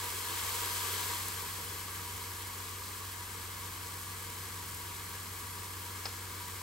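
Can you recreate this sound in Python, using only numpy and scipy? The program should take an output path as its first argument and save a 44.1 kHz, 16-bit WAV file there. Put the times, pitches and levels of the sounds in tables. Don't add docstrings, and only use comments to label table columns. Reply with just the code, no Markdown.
import sys
import numpy as np
from scipy import signal
from scipy.fft import rfft, irfft, next_fast_len
from scipy.io import wavfile
from scipy.ndimage import map_coordinates

SR = 44100
rng = np.random.default_rng(int(sys.argv[2]) if len(sys.argv) > 2 else 0)


def waveform_to_disk(signal):
    frames = np.transpose(np.atleast_2d(signal))
    scaled = np.clip(frames, -1, 1) * 32767
    samples = np.round(scaled).astype(np.int16)
    wavfile.write(sys.argv[1], SR, samples)


N = 291962

PRESS_S, LIFT_S, ATTACK_S, RELEASE_S = 0.27, 1.1, 0.13, 0.21
SQUEEZE_DB, WET_DB, DRYING_S = 2.5, 5.5, 0.8
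RISE_S, RISE_WIDTH_S, RISE_DB = 4.6, 0.5, 0.5
BUBBLES_PER_S, HISS_DB, HOLLOW_DB, SPATTER_DB = 2900, -44.5, -48, -16
HOLLOW_GROWS, SPATTER_GROWS = 0.83, 0.68

# pitch in Hz, level in dB per Hz.
FIZZ_TONE = [(1200, -22), (2600, -4), (4500, -2.2), (6300, -2.8), (7700, -.3), (8700, 0), (9500, -1.7),
             (10100, -3.3), (10800, 1.6), (11500, 2.8), (12100, -2.7), (13300, -5), (14800, -2.5),
             (16000, -4)]
# pitch in Hz, level in dB per Hz.
SPATTER_TONE = [(900, -20), (1300, 3), (2000, -12), (3200, 7.5), (4200, 0.5), (5500, -4), (9000, -5),
                (15000, -22)]
# pitch in Hz, level in dB per Hz.
HOLLOW_TONE = [(150, -25), (330, -9), (470, -1), (590, -15), (820, -8), (1000, -1.5), (1250, -4),
               (1420, -5), (2300, -7.5), (3000, -13.5), (5000, -22)]
# centre in Hz, width in Hz, lift in dB (negative is a dip).
CAVITY_RESONANCES = [(965.6, 26.6, 11), (1143, 133, 6.5), (1574, 50, 5), (1682, 41, 9), (1967, 29, 5),
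                     (2140, 60, 5.5), (2266, 70, 3.5), (3078, 77, 5), (3370, 150, 3), (3550, 104, -4),
                     (3740, 51, 3.5), (3880, 110, -5), (4000, 85, 4.5), (4260, 130, 3), (5030, 70, 3)]
# delay in seconds, level in dB.
REFLECTIONS = [(.0059, -24), (.0083, -21), (.0113, -20), (.0139, -20), (.0177, -20), (.0231, -21)]
# start in seconds, level in dB.
FAT_SPITS = [(1.284, -29), (1.423, -35), (1.65, -42), (3.596, -44), (4.514, -49), (4.747, -34)]
# pitch in Hz, level in dB per Hz.
PUFF_TONE = [(2000, -16), (7000, -10), (11500, 12), (15000, -8)]
# pitch in Hz, level in dB per Hz.
BUMP_TONE = [(80, -10), (190, -1), (400, -2), (750, -7), (1500, -22)]
# start in seconds, level of the ring in dB, level of the knock on the housing in dB.
THERMOSTAT_SNAPS = [(6.055, -32, -36.5), (6.0585, -31, -46), (6.0653, -50, -45)]
# pitch in Hz, level in dB, time to fall by 60 dB in seconds.
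SPRING_TONES = [(4490, -8, .035), (5030, 0, .042), (5110, -21, .16), (5290, -11, .03), (5800, -14, .02)]
# pitch in Hz, level in dB per Hz.
HOUSING_TONE = [(200, -14), (430, 1), (620, -2), (800, 2), (1300, -3), (2200, -2), (3000, -9), (5500, -7),
                (8000, -16), (15000, -20)]
# pitch in Hz, rms level in dB.
HUM_LINES = [(27, -73), (50, -65), (68.8, -64.5), (93.4, -50.5), (100, -66), (137.5, -73), (181, -75.5),
             (186.8, -71.5), (200, -73.5), (240.2, -68), (319.5, -69.5)]
# peak in seconds, width in seconds, rms level in dB.
WAVER_SWELLS = [(1.5, 0.79, -63), (4.85, 1.63, -62.5)]
WAVER_HZ = 162.6
# pitch in Hz, level in dB per Hz.
RUMBLE_TONE = [(25, -16), (40, -8), (52, -5), (72, 4), (95, -1), (115, -5), (280, -5), (360, -3.5),
               (600, -19), (2000, -21.5)]

# pitch in Hz, likeness from 0 to 1.
PORT_LIKENESS = [(100, .99), (350, .87), (650, .6), (1050, .84), (1500, .3), (2200, .68), (4400, .67),
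                 (6200, .47), (8400, .85), (11500, .92), (15000, .88)]
# pitch in Hz, left minus right in dB.
PORT_BALANCE = [(280, -.5), (450, 2.2), (680, -1), (1100, 2.2), (1700, 2.5), (2200, .6), (4300, 3.8),
                (7000, 3.2), (7700, 0)]
# pitch in Hz, lead of the left port in radians.
PORT_LEAD = [(300, 0.57), (1600, -0.64), (2400, 0.5), (3200, 1.36), (4500, 0.22), (6200, 0.26),
             (7300, 0.89), (8300, 0.11)]
TREBLE_HZ, TREBLE_LAG_S = 8300, 0.000277
TOP_HZ = 15780


def sizzle():
    surge_db = boiling()
    rate = BUBBLES_PER_S * amp(surge_db)
    fizz = reflected(under_lid(bubbles(rate, spread_db=2.5, steam_db=1.5), FIZZ_TONE))
    spatter = reflected(under_lid(bubbles(rate / 2, spread_db=4.5, steam_db=-0.5), SPATTER_TONE))
    ring = under_lid(bubbles(rate, spread_db=3, steam_db=1), HOLLOW_TONE)
    frying = fizz + amp(SPATTER_DB + SPATTER_GROWS * surge_db) * spatter
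    flutter_db = 0.1 * wobble(9) + 0.33 * wobble(45)
    hiss_db = HISS_DB + surge_db + flutter_db
    hollow_db = HOLLOW_DB + HOLLOW_GROWS * surge_db + 0.26 * wobble(13)
    return amp(hiss_db) * frying + amp(hollow_db) * ring


def boiling():
    t = np.arange(N) / SR
    since_lift = np.maximum(t - LIFT_S, 0)
    pressing = np.clip((t - PRESS_S) / ATTACK_S, 0, 1)
    letting_go = np.clip(1 - since_lift / RELEASE_S, 0, 1)
    wet = np.exp(-since_lift / DRYING_S)
    rise_db = RISE_DB * swell(RISE_S, RISE_WIDTH_S)
    return SQUEEZE_DB * pressing * letting_go + WET_DB * wet + rise_db


def bubbles(rate, spread_db, steam_db):
    bursts = rng.random((2, N)) < rate / SR
    sizes = amp(spread_db * np.minimum(rng.exponential(size=(2, N)), 5))
    signs = np.sign(rng.standard_normal((2, N)))
    pops = unit(bursts * sizes * signs / np.sqrt(rate))
    return unit(pops + amp(steam_db) * rng.standard_normal((2, N)))


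def under_lid(x, tone):
    def response(hz):
        lift_db = 0
        for centre, width, db in CAVITY_RESONANCES:
            lift_db = lift_db + db / (1 + (2 * (hz - centre) / width) ** 2)
        return amp(along(tone, hz) + lift_db)
    return unit(filtered(x, response))


def reflected(x):
    def response(hz):
        copies = sum(amp(db) * np.exp(-2j * np.pi * hz * delay) for delay, db in REFLECTIONS)
        return 1 + copies
    return unit(filtered(x, response))


def spits():
    puffs = sum(amp(db) * dying(s, t60=0.0097) for s, db in FAT_SPITS)
    return puffs * under_lid(rng.standard_normal((2, N)), PUFF_TONE)


def bump():
    return amp(-48.5) * dying(1.58, t60=0.3) * toned_noise(BUMP_TONE)


def thermostat():
    t = np.arange(N) / SR
    ring, blows = np.zeros(N), np.zeros(N)
    for s, ring_db, knock_db in THERMOSTAT_SNAPS:
        blows += amp(knock_db) * dying(s, t60=0.05)
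        for hz, tone_db, t60 in SPRING_TONES:
            ring += amp(ring_db + tone_db) * dying(s, t60) * np.sin(2 * np.pi * hz * (t - s))
    knock = blows * toned_noise(HOUSING_TONE)
    click = knock + ring * np.array([[1], [0]])
    tail = (rng.standard_normal((2, N)) * dying(0.011, t60=0.4))[:, :SR // 2]
    tail = tail / np.linalg.norm(tail[0])
    room = signal.fftconvolve(click.sum(0)[None], tail, axes=1)[:, :N]
    return click + amp(-10.5) * room


def kitchen():
    t = np.arange(N) / SR
    hum = np.zeros(N)
    for hz, db in HUM_LINES:
        level = amp(db + 0.68 * wobble(1.88)) * np.sqrt(2)
        phase = 2 * np.pi * (hz * t + rng.random()) + 0.09 * wobble(1.5)
        hum += level * np.sin(phase)
    waver_level = sum(amp(db) * swell(s, width_s) for s, width_s, db in WAVER_SWELLS)
    waver = waver_level * np.sqrt(2) * np.sin(2 * np.pi * WAVER_HZ * t)
    return hum + waver + amp(-56.0) * ports(toned_noise(RUMBLE_TONE))


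def ports(pair):
    def shares(hz):
        turn = np.arccos(np.clip(along(PORT_LIKENESS, hz), 0, 0.999)) / 2
        return np.array([np.cos(turn), np.sin(turn)])

    sides = np.array([[0.5], [-0.5]])

    def difference(hz):
        lag = 2 * np.pi * TREBLE_LAG_S * np.maximum(hz - TREBLE_HZ, 0)
        phase = along(PORT_LEAD, hz) - lag
        return amp(sides * along(PORT_BALANCE, hz)) * np.exp(1j * sides * phase)

    common, apart = filtered(pair, shares)
    return filtered(np.array([common + apart, common - apart]), difference)


def toned_noise(tone):
    return unit(filtered(rng.standard_normal((2, N)), lambda hz: amp(along(tone, hz))))


def filtered(x, response):
    m = next_fast_len(N + SR // 2)
    return irfft(rfft(x, m) * response(np.fft.rfftfreq(m, 1 / SR)), m)[..., :N]


def dying(s, t60):
    age = np.arange(N) / SR - s
    return (age >= 0) * amp(-60 * np.clip(age / t60, 0, 10))


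def swell(s, width_s):
    return np.exp(-((np.arange(N) / SR - s) / width_s) ** 2)


def wobble(rate):
    points = rng.standard_normal(int(N * rate / SR) + 4)
    return map_coordinates(points, [np.arange(N) * rate / SR])


def along(points, hz):
    f, v = np.transpose(points)
    return np.interp(np.log(hz + 1), np.log(f + 1), v)


def amp(db):
    return 10 ** (np.asarray(db) / 20)


def unit(x):
    return x / np.sqrt(np.mean(x ** 2) + 1e-20)


def scene():
    return ports(sizzle() + spits() + bump() + thermostat()) + kitchen()


def record(dry):
    return filtered(dry, lambda hz: hz < TOP_HZ)


dry = scene()
out = record(dry)
waveform_to_disk(out)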